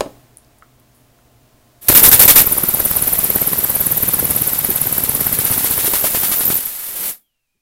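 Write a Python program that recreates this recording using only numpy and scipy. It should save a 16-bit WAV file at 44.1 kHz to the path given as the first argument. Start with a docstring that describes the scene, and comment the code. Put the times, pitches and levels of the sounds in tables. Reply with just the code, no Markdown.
"""First a metal base knocks on a workbench over humming room air; light ticks follow as a nozzle is seated.
A blow gun then feeds a small compressed-air engine: its jet spits hard at first and hisses throughout.
Each turn of the flywheel gives a whistle (swept sine) that falls to a squeak, and an exhaust puff and low pops
(gated, coloured noise), and drums on the bench (resonators). The engine slows, with hard thumps as the exhaust
opens, and stops; the air is shut off and a thin whistle sinks away."""
import sys
import numpy as np
from scipy import signal
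from scipy.fft import rfft, irfft, next_fast_len
from scipy.io import wavfile
from scipy.ndimage import uniform_filter1d

SR = 44100
rng = np.random.default_rng(int(sys.argv[2]) if len(sys.argv) > 2 else 0)


def generate_wav(signal):
    """Clip the signal to [-1, 1] and save it as 16-bit WAV at the path in sys.argv[1]."""
    frames = np.transpose(np.atleast_2d(signal))
    scaled = np.clip(frames, -1, 1) * 32767
    pcm = np.round(scaled).astype(np.int16)
    wavfile.write(sys.argv[1], SR, pcm)


N = 335601
TIME = np.arange(N) / SR  # s


def gain_of(db):
    """Logarithmic level: decibels to amplitude gain."""
    return 10 ** (np.asarray(db) / 20)


def evened(x):
    """Normalization: scales to rms 1."""
    return x / np.sqrt(np.mean(x ** 2) + 1e-20)


def along(points, at):
    """Linear interpolation of rows (place, value)."""
    place, value = np.transpose(points)
    return np.interp(at, place, value)


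def read(points, hz):
    """Interpolation of rows (frequency, value) on a logarithmic frequency axis."""
    f, value = np.transpose(points)
    return np.interp(np.log(hz + 1), np.log(f + 1), value)


def noise(colour):
    """Spectral shaping: white noise weighted by a colour, then scaled to rms 1."""
    size = next_fast_len(N)
    hz = np.fft.rfftfreq(size, 1 / SR)
    spectrum = rfft(rng.standard_normal(size)) * gain_of(read(colour, hz))
    return evened(irfft(spectrum, size)[:N])


def wander(rate_hz):
    """Low-passed random fluctuation of rms 1."""
    low_pass = signal.butter(2, rate_hz, fs=SR, output="sos")
    return evened(signal.sosfilt(low_pass, rng.standard_normal(N)))


def sine(hz):
    """Phase is the running sum of a varying frequency."""
    return np.sin(2 * np.pi * np.cumsum(hz) / SR)


def dying(s, db, t60):
    """Free decay: a sudden start, then an exponential fall of 60 dB in t60 seconds."""
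    return (TIME >= s) * gain_of(db - 60 * np.clip((TIME - s) / t60, 0, 2))


BLEED_DB_PER_S = 390


def blast(s, rise, length):
    """Flow envelope: it rises, holds, and decays exponentially as pressure bleeds away."""
    return np.clip((TIME - s) / rise, 0, 1) * gain_of(-BLEED_DB_PER_S * np.clip(TIME - s - length, 0, .5))


# Rotation of the flywheel: (time [s], speed [turns/s])
SPEED = [(1.947, 11.866), (2.046, 18.267), (2.591, 18.332), (2.989, 17.858), (3.063, 18.327),
         (3.406, 17.251), (3.762, 18.1), (4.127, 18.166), (4.457, 17.905), (4.547, 17.264), (4.818, 18.11),
         (5.066, 17.937), (5.304, 16.491), (5.84, 14.454), (6.023, 8.243), (6.238, 12.387), (6.439, 10.175),
         (6.563, 12.205)]
FIRST_SQUEAK_S = 1.89
START_S, STOP_S = 1.883, 6.7  # the engine sounds between these times
BRISK_TURNS_PER_S, SLOW_TURNS_PER_S = 15, 12  # between these speeds the stroke changes its character


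def flywheel():
    """Phase is integrated speed: turns since the first squeak, running gate, and slowness (0-1)."""
    speed = along(SPEED, TIME)
    turns = np.cumsum(speed) / SR
    running = uniform_filter1d(1. * ((TIME > START_S) & (TIME < STOP_S)), size=100)
    slow = np.clip((BRISK_TURNS_PER_S - speed) / (BRISK_TURNS_PER_S - SLOW_TURNS_PER_S), 0, 1)
    return turns - np.interp(FIRST_SQUEAK_S, TIME, turns), running, slow


def each_turn(turns):
    """Cycle-to-cycle variation: unit-variance chance drawn anew for every turn, with softened steps."""
    stroke = np.round(turns).astype(int)
    return uniform_filter1d(rng.standard_normal(size=256)[stroke - stroke.min()], size=130)


def swells(rows, turn, slow):
    """Periodic modulation: Gaussian swells in each turn, blended from brisk to slow strength."""
    total = 0
    for place, width, brisk_db, slow_db in rows:
        distance = (turn - place + .5) % 1 - .5
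        strength = gain_of(brisk_db + (slow_db - brisk_db) * slow)
        total = total + strength * np.exp(-(distance / width) ** 2)
    return total


# Gusts as the ports open and close; places count from the squeak, -0.5 to 0.5:
# (place [turns], half width [turns], brisk level [dB], slow level [dB])
PORT_GUSTS = [(-.27, 0.059, 1.5, -3), (-.13, 0.053, 1.5, -1), (0, .047, 9.5, 2), (.135, .035, 5.5, 11),
              (.44, .05, 2.5, 4.5)]
BETWEEN_GUSTS_DB = -12.5


def port_gusts(turn, slow):
    """Port timing modulates the flow: relative gust strength through each turn, above a constant floor."""
    return gain_of(BETWEEN_GUSTS_DB) + swells(PORT_GUSTS, turn, slow)


def microphone_floor(floor_db=-74):
    """Stationary random noise: a faint steady hiss and rumble."""
    # (frequency [Hz], relative level [dB])
    colour = [(8, 25.5), (30, 16), (110, 1), (300, -3.5), (1200, -3.5), (2500, 0), (6000, -3), (15000, -3.5)]
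    return gain_of(floor_db) * noise(colour)


# Level of the background, clear before the engine starts, almost inaudible under and after it:
# (time [s], level [dB])
BACKGROUND_LEVEL = [(0, -45), (.3, -52.5), (.7, -54), (1.8, -53), (2.1, -81), (7.61, -86)]
# Spectrum of the room air: (frequency [Hz], relative level [dB])
ROOM_COLOUR = [(20, -9.5), (65, -4.5), (90, -9.5), (122, -3), (170, -17), (245, -7.5), (330, -14),
               (500, -16), (650, -15.5), (900, -19.5), (1500, -23.5), (4000, -28), (11500, -30),
               (15500, -27.5)]
# Partials of the machine hum: (frequency [Hz], level before trim and background level [dB])
HUM = [(123.8, -60), (247.6, -70.5), (624.5, -68.5), (699.8, -68), (1050, -72.5)]
BEATING_HUM = (120, -66)  # same columns; beats with the lowest partial


def background(hum_db=-2, waver=.35):
    """Broadband room noise plus beating tones: workshop air with a wavering machine hum."""
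    level_db = along(BACKGROUND_LEVEL, TIME)
    hum = 0
    for hz, db in [*HUM, BEATING_HUM]:
        swell = 1 + waver * wander(8)
        hum = hum + gain_of(db) * swell * np.sin(2 * np.pi * hz * TIME + .6 * wander(5))
    # the hum follows the background level
    hum_level = np.sqrt(2) * gain_of(hum_db + level_db - along(BACKGROUND_LEVEL, 1))
    return gain_of(level_db) * noise(ROOM_COLOUR) + hum_level * hum


# Reverberation of the workshop: (frequency [Hz], decay time T60 [s])
ECHO_T60 = [(100, 0.52), (1000, 0.27), (5000, 0.22), (15000, .28)]


def echo(x):
    """Reverberation: convolution with a noise tail whose bands decay at their own rates."""
    burst = rng.standard_normal(SR) * (np.arange(SR) > SR * .004)
    hz, t, z = signal.stft(burst, SR, nperseg=256)
    decay = gain_of(-60 * t / read(ECHO_T60, hz)[:, None])
    tail = signal.istft(z * decay, SR, nperseg=256)[1]
    return signal.fftconvolve(x, tail / np.linalg.norm(tail))[:N]


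# Small ticks and scrapes of the nozzle being seated:
# (time [s], level [dB], pitch [Hz], bandwidth [Hz], decay time T60 [s])
TICKS = [(0.371, -27.5, 9900, 2400, 0.0094), (.384, -40, 10100, 4000, .01), (.447, -52, 5000, 2500, .015),
         (.585, -49, 10000, 4000, .03), (.623, -34, 1380, 240, 0.02), (.798, -50, 11500, 6000, .03),
         (.945, -57, 11000, 5000, .5), (1.188, -52, 1300, 500, 0.018)]


def ticks():
    """Resonant filtering: dying noise excites a twice-applied band peak, its energy restored."""
    out = np.zeros(N)
    for s, db, hz, width_hz, t60 in TICKS:
        peak = signal.iirpeak(hz, hz / width_hz, fs=SR)
        scrape = dying(s, db, t60)
        ring = signal.lfilter(*peak, signal.lfilter(*peak, scrape * rng.standard_normal(N)))
        out += ring * np.linalg.norm(scrape) / np.linalg.norm(ring)
    return out


# Dull bumps, the one at 5.877 s as the exhaust opens:
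# (time [s], level before low-pass [dB], decay time T60 [s], cutoff [Hz])
THUDS = [(0.06, -27, 0.04, 2480), (4.227, -17, 0.052, 2000), (4.687, -19, 0.099, 2000),
         (5.877, -18, 0.044, 2000), (7.548, -56.5, 0.12, 130)]
# Spectrum of the bumps: (frequency [Hz], relative level [dB])
THUD_COLOUR = [(25, -11.5), (70, -4.5), (170, 0.5), (400, 5), (800, -26), (2500, -26.5), (9000, -57.5)]


def thuds():
    """Low-pass filtering dulls a bump: decaying noise bursts with few high frequencies."""
    dull = noise(THUD_COLOUR)
    out = np.zeros(N)
    for s, db, t60, top_hz in THUDS:
        out += signal.lfilter(*signal.butter(2, top_hz, fs=SR), dying(s, db, t60) * dull)
    return out


# Knocks of the metal base at the start, later hard thumps as the exhaust opens in slow turns:
# (time [s], level [dB], decay time T60 [s])
KNOCKS = [(.007, -8.5, 0.043), (0.062, -29.5, 0.041), (5.94, -22.5, 0.044), (6.041, -15.5, 0.058),
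          (6.146, -20.5, .05)]
# Spectrum of the knocks and thumps: (frequency [Hz], relative level [dB])
KNOCK_COLOUR = [(30, -27), (120, -12.5), (260, 4), (480, 2.5), (680, 4), (870, -5.5), (1050, -1.5),
                (1500, -25), (3000, -33), (5000, -39), (12000, -45.5), (15000, -57.5)]
# Modes of the base: (frequency [Hz], relative level [dB], decay time T60 [s])
BASE_MODES = [(287, -13, 0.31), (576, 1.5, 0.062), (1290, -14.5, 0.15), (2040, -24, 0.077),
              (2780, -8.5, 0.054), (3265, -18, 0.076), (4269, -34, 0.0743), (4960, -28, 0.12),
              (5360, -39, 0.0975), (5663, -32, 0.15)]


def knocks(crack_db=-11.5, crack_t60=0.016, ring_db=-13):
    """Modal excitation: each knock or thump is a noise burst plus decaying base modes; the first cracks."""
    out = sum(dying(*row) for row in KNOCKS) * noise(KNOCK_COLOUR)
    # (frequency [Hz], relative level [dB])
    crack_colour = [(300, 7.5), (2000, 0), (4600, 2.5), (6000, -2.5), (12000, -10.5), (15000, -23)]
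    out += dying(KNOCKS[0][0], crack_db, crack_t60) * noise(crack_colour)
    loudest_db = max(db for hz, db, t60 in BASE_MODES)
    for s, blow_db, _ in KNOCKS:
        for hz, db, t60 in BASE_MODES:
            decay = dying(s, blow_db + ring_db + db - loudest_db, t60)
            out += decay * np.sin(2 * np.pi * hz * (TIME - s))
    return out


# Resonances of the bench top: (frequency [Hz], bandwidth [Hz], relative level [dB])
BENCH = [(128, 41, 6), (150, 19, 4.5), (187, 28, -4.5), (424, 70, -9.5)]
# Chatter of the base on the bench: (time [s], level [dB])
CHATTER = [(1.88, -50), (2.1, -31), (2.6, -43), (4.15, -36), (4.32, -26), (4.45, -37.5), (5.2, -31.5),
           (5.6, -38), (6.1, -56.5)]


def bench(turn, slow):
    """Forced vibration: the piston's noisy jolts drive the bench top's resonances."""
    jolts = port_gusts(turn, slow) * rng.standard_normal(N)
    drum = 0
    for hz, width, db in BENCH:
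        resonance = signal.iirpeak(hz, hz / width, fs=SR)
        drum = drum + gain_of(db) * evened(signal.lfilter(*resonance, jolts))
    return gain_of(along(CHATTER, TIME)) * evened(drum)


# The jet sweeps past the microphone as the nozzle is brought up and pulled away:
# (time [s], rise and hold end [s after time], level [dB])
GUSTS = [(1.81, .07, -43), (6.837, 0.238, -38.5)]


def gust(lumps_db=2):
    """Turbulent wind noise: the low, uneven roar of a passing jet, swelling as it comes near."""
    level = sum(gain_of(db) * blast(s, length, length) for s, length, db in GUSTS)
    # (frequency [Hz], relative level [dB])
    colour = [(25, -6.5), (120, -3), (550, 2), (1400, -14), (4000, -30.5)]
    return level * gain_of(lumps_db * wander(60)) * noise(colour)


# Thin whistle once the valve has closed: (time [s], pitch [Hz], peak level [dB])
SEEP = [(7.15, 3700, -89.5), (7.26, 3200, -73), (7.36, 2840, -78), (7.455, 2650, -77), (7.48, 2460, -79.5),
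        (7.61, 2430, -77.5)]


def seep(waver_hz=60, wobble_hz=45, flutter_db=2.0):
    """Flow-excited whistle: a faint tone sinks in pitch as the last pressure bleeds away."""
    s, hz, db = np.transpose(SEEP)
    pitch = np.interp(TIME, s, hz) + waver_hz * wander(200) + wobble_hz * wander(20)
    level = gain_of(np.interp(TIME, s, db) + flutter_db * wander(30))
    return level * (TIME > s[0]) * sine(pitch)


# Air escaping round the nozzle: (time [s], level [dB])
LEAK = [(1.82, -38.5), (1.879, -29), (1.89, -20.5), (2.41, -17.5), (2.45, -22), (5.1, -22), (5.7, -18.8),
        (6.58, -20), (6.615, -25), (6.93, -26.5), (7.08, -18.5)]
# Spectrum of the leak: (frequency [Hz], relative level [dB])
LEAK_COLOUR = [(30, -16), (200, -18.5), (900, -15), (3000, -14.5), (6500, -14.5), (8500, -9.5), (10000, -7),
               (11500, -1.5), (13000, -3.5), (14800, -3), (16000, -12.5)]
AIR_ON_S, VALVE_RISE_S, AIR_OFF_S = 1.81, .009, 7.095


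def leak(flutter_db=0.84, waver_db=1.05):
    """Jet turbulence: hiss round the nozzle while the valve is open and as the hose bleeds empty."""
    valve = blast(AIR_ON_S, VALVE_RISE_S, AIR_OFF_S - AIR_ON_S)
    level_db = along(LEAK, TIME) + flutter_db * wander(240) + waver_db * wander(38)
    return valve * gain_of(level_db) * noise(LEAK_COLOUR)


# The nozzle lifts off its seat and spits: (time [s], length [s], level [dB])
SPITS = [(1.884, 0.021, -4.5), (1.915, 0.028, -14.5), (1.948, 0.047, -4.5), (1.993, 0.013, -10),
         (2.032, 0.051, -3), (2.114, 0.049, -4), (2.193, .058, -4), (2.278, 0.045, -2),
         (2.357, 0.056, -3.5)]
# Spectrum of the spits: (frequency [Hz], relative level [dB])
SPIT_COLOUR = [(20, -7.5), (150, -10.5), (600, -11), (2500, -11.5), (6500, -12), (9500, -7.5), (11500, -4),
               (13700, 1), (16000, -11)]


def spits(rise=0.0011, fall=0.017, flutter_db=2.0):
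    """Intermittent jet noise: full line pressure blows past the nozzle in short, ragged blasts."""
    level = 0
    for s, length, db in SPITS:
        onset = np.clip((TIME - s) / rise, 0, 1)
        # the decay begins one fall time before the stated end
        decay = np.exp(-np.clip((TIME - s - length) / fall + 1, 0, 20))
        level = level + gain_of(db) * onset * decay
    return level * gain_of(flutter_db * wander(140)) * noise(SPIT_COLOUR)


# Low pops of air: (time [s], level before trim [dB])
POP_LEVEL = [(2, -20), (2.5, -28.5), (4.2, -28.5), (4.6, -31.5), (5.5, -29), (6.5, -31.5), (6.68, -48)]
# Spectrum of the pops: (frequency [Hz], relative level [dB])
POP_COLOUR = [(15, -16.5), (40, -1), (140, -0.5), (300, -3), (600, -6), (1200, -10), (2200, -16),
              (4000, -26), (9000, -42.5)]
POP_SPREAD_DB = 1.0  # from turn to turn


def pops(turns, slow, trim_db=-2.5, lumps_db=2, scatter=0.0064):
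    """Unsteady port flow: each opening and closing throws a low, lumpy gust."""
    db = along(POP_LEVEL, TIME) + trim_db + POP_SPREAD_DB * each_turn(turns) + lumps_db * wander(140)
    return port_gusts(turns + scatter * wander(25), slow) * gain_of(db) * noise(POP_COLOUR)


# Exhaust puffs: (time [s], level before trim [dB])
EXHAUST_LEVEL = [(1.9, -21), (2.6, -28.5), (3.3, -27), (4.05, -33.5), (4.45, -26.5), (5.3, -27),
                 (5.47, -19.5), (5.68, -23), (6.05, -18.5), (6.53, -22), (6.68, -46)]
# Spectrum of the exhaust: (frequency [Hz], relative level [dB])
EXHAUST_COLOUR = [(30, -18.5), (400, -11.5), (1500, -7.5), (4000, -8), (6800, -9.5), (9000, -4),
                  (11500, 2.5), (13000, 1.5), (16000, -5)]
EXHAUST_SPREAD_DB = 1.0  # from turn to turn
# in turns; the opening counts from the squeak, the hold from the opening
EXHAUST_OPENS, EXHAUST_RISE_TURNS, EXHAUST_HOLD_TURNS, EXHAUST_FALL_TURNS = .055, .065, .33, .14


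def exhaust(turns, trim_db=4, flutter_db=0.5):
    """Pulsed jet noise: once a turn the port opens, stays open, and the flow of spent air dies away."""
    since = (turns - EXHAUST_OPENS) % 1
    opening = np.minimum(since / EXHAUST_RISE_TURNS, 1)
    puff = opening * np.exp(-np.maximum(since - EXHAUST_HOLD_TURNS, 0) / EXHAUST_FALL_TURNS)
    chance_db = EXHAUST_SPREAD_DB * each_turn(turns - .5) + flutter_db * wander(180)
    return puff * gain_of(along(EXHAUST_LEVEL, TIME) + trim_db + chance_db) * noise(EXHAUST_COLOUR)


# Reflections of the jet from near surfaces: (delay [s], level relative to the direct sound [dB])
BOUNCES = [(.00052, -28.5), (.00135, -29), (.0023, -24), (.0041, -18.5), (.0067, -14.5), (.0098, -16.5)]


def reflect(x):
    """Comb filtering: bench, base and wall return the jet within milliseconds."""
    return x + sum(gain_of(db) * np.r_[np.zeros(round(delay * SR)), x][:N] for delay, db in BOUNCES)


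def squeak_thump(squeal, size_db=-3.5, low_hz=150, high_hz=1400):
    """Square-law demodulation: each squeak, squared, saturated and band-passed, gives a low thump and rebound."""
    band = signal.butter(1, [low_hz, high_hz], "band", fs=SR, output="sos")
    return gain_of(size_db) * signal.sosfilt(band, np.tanh(squeal ** 2))


# Squeak that ends each inlet stroke: (time [s], level [dB])
SQUEAK_LEVEL = [(1.9, -4.5), (2.2, 0), (2.47, -10.5), (5.4, -11), (5.85, -16.5), (6.03, -31), (6.22, -32),
                (6.4, -15), (6.66, -18)]
# Whistle that leads into the squeak: (time [s], level before swells [dB])
WHISTLE_LEVEL = [(1.95, -11), (2.3, -9), (2.55, -15.5), (3.4, -18.5), (4.13, -14), (4.32, -21.5),
                 (5.1, -28.5), (5.8, -26), (6, -20), (6.13, -25.5), (6.3, -15), (6.57, -15), (6.63, -40.5)]
# Swells while the inlet is open; slow turns give the whistle time to build early:
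# (place [turns from squeak], half width [turns], brisk level [dB], slow level [dB])
SWELLS = [(-.385, .045, -8, 0.5), (-.26, .04, -3.5, 1.5), (-.11, .06, 4, 0)]
SQUEAK_SPREAD_DB, WHISTLE_SPREAD_DB = 0.6, 1.82  # from turn to turn
# the squeak's pitch target sinks as the whistle grows stronger
SQUEAK_HZ, SQUEAK_SPREAD_HZ, USUAL_WHISTLE_DB, SINK_HZ_PER_DB = 11370, 140, -18, 19
DROP_TURNS, RECOVER_TURNS = .08, .19  # the pitch dives into the squeak and hooks back up
SQUEAK_PLACE, SQUEAK_HALF_TURNS = .004, .066  # turns, before the brevity scaling


def whistle(turns, turn, slow, top_hz=14750, sag_hz=450, jitter_hz=330, drift_hz=230,
            flutter_db=2, grain_db=1.3, dive=1.147):
    """Flow-excited port tone: its pitch drops as the rocking cylinder slides across the hole."""
    squeak_db = along(SQUEAK_LEVEL, TIME) + SQUEAK_SPREAD_DB * each_turn(turns)
    lead_db = along(WHISTLE_LEVEL, TIME) + WHISTLE_SPREAD_DB * each_turn(turns)
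    sink_hz = SINK_HZ_PER_DB * (lead_db - USUAL_WHISTLE_DB)
    squeak_hz = SQUEAK_HZ - sink_hz + SQUEAK_SPREAD_HZ * each_turn(turns)
    start_hz = top_hz - sag_hz * slow
    # a dive above 1 carries the pitch past its target
    drop = dive * np.exp(-abs(turn) / np.where(turn < 0, DROP_TURNS, RECOVER_TURNS))
    hz = start_hz + (squeak_hz - start_hz) * drop + jitter_hz * wander(1200) + drift_hz * wander(90)
    # with little whistle before it, the squeak is a shorter blip
    brevity = along([(4, 1), (15, 1.2)], squeak_db - lead_db)
    distance = (turn * brevity - SQUEAK_PLACE) / SQUEAK_HALF_TURNS
    blip = brevity * np.exp(-np.square(distance ** 2))
    lead = swells(SWELLS, turn, slow) * gain_of(lead_db + flutter_db * wander(200))
    level = gain_of(squeak_db) * blip + lead
    return np.sqrt(2) * level * gain_of(grain_db * wander(900)) * sine(hz)


def scene(air_echo_db=-20, blows_echo_db=-11, jet_db=-0.11):
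    """Superposition: engine, nozzle and blows, with their reverberation, in two identical channels."""
    turns, running, slow = flywheel()
    turn = turns - np.round(turns)  # place within the turn, -0.5 to 0.5
    squeal = running * whistle(turns, turn, slow)
    hiss = gain_of(jet_db) * reflect(running * exhaust(turns) + leak() + spits())
    low_beats = running * (pops(turns, slow) + bench(turn, slow))
    engine = squeal + hiss + gust() + squeak_thump(squeal) + low_beats
    blows = knocks() + thuds() + ticks()
    room = echo(gain_of(air_echo_db) * engine + gain_of(blows_echo_db) * blows) + background()
    mono = engine + blows + room + seep() + microphone_floor()
    return np.array([mono, mono])


EDGE_HZ = 15880


def record(dry):
    """Clipping and band limiting: peaks beyond full scale are cut flat, then low-passed."""
    low_pass = signal.firwin(511, EDGE_HZ, window=("kaiser", 9), fs=SR)
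    return signal.oaconvolve(np.clip(dry, -1, 1), low_pass[None], "same")


dry = scene()
out = record(dry)
generate_wav(out)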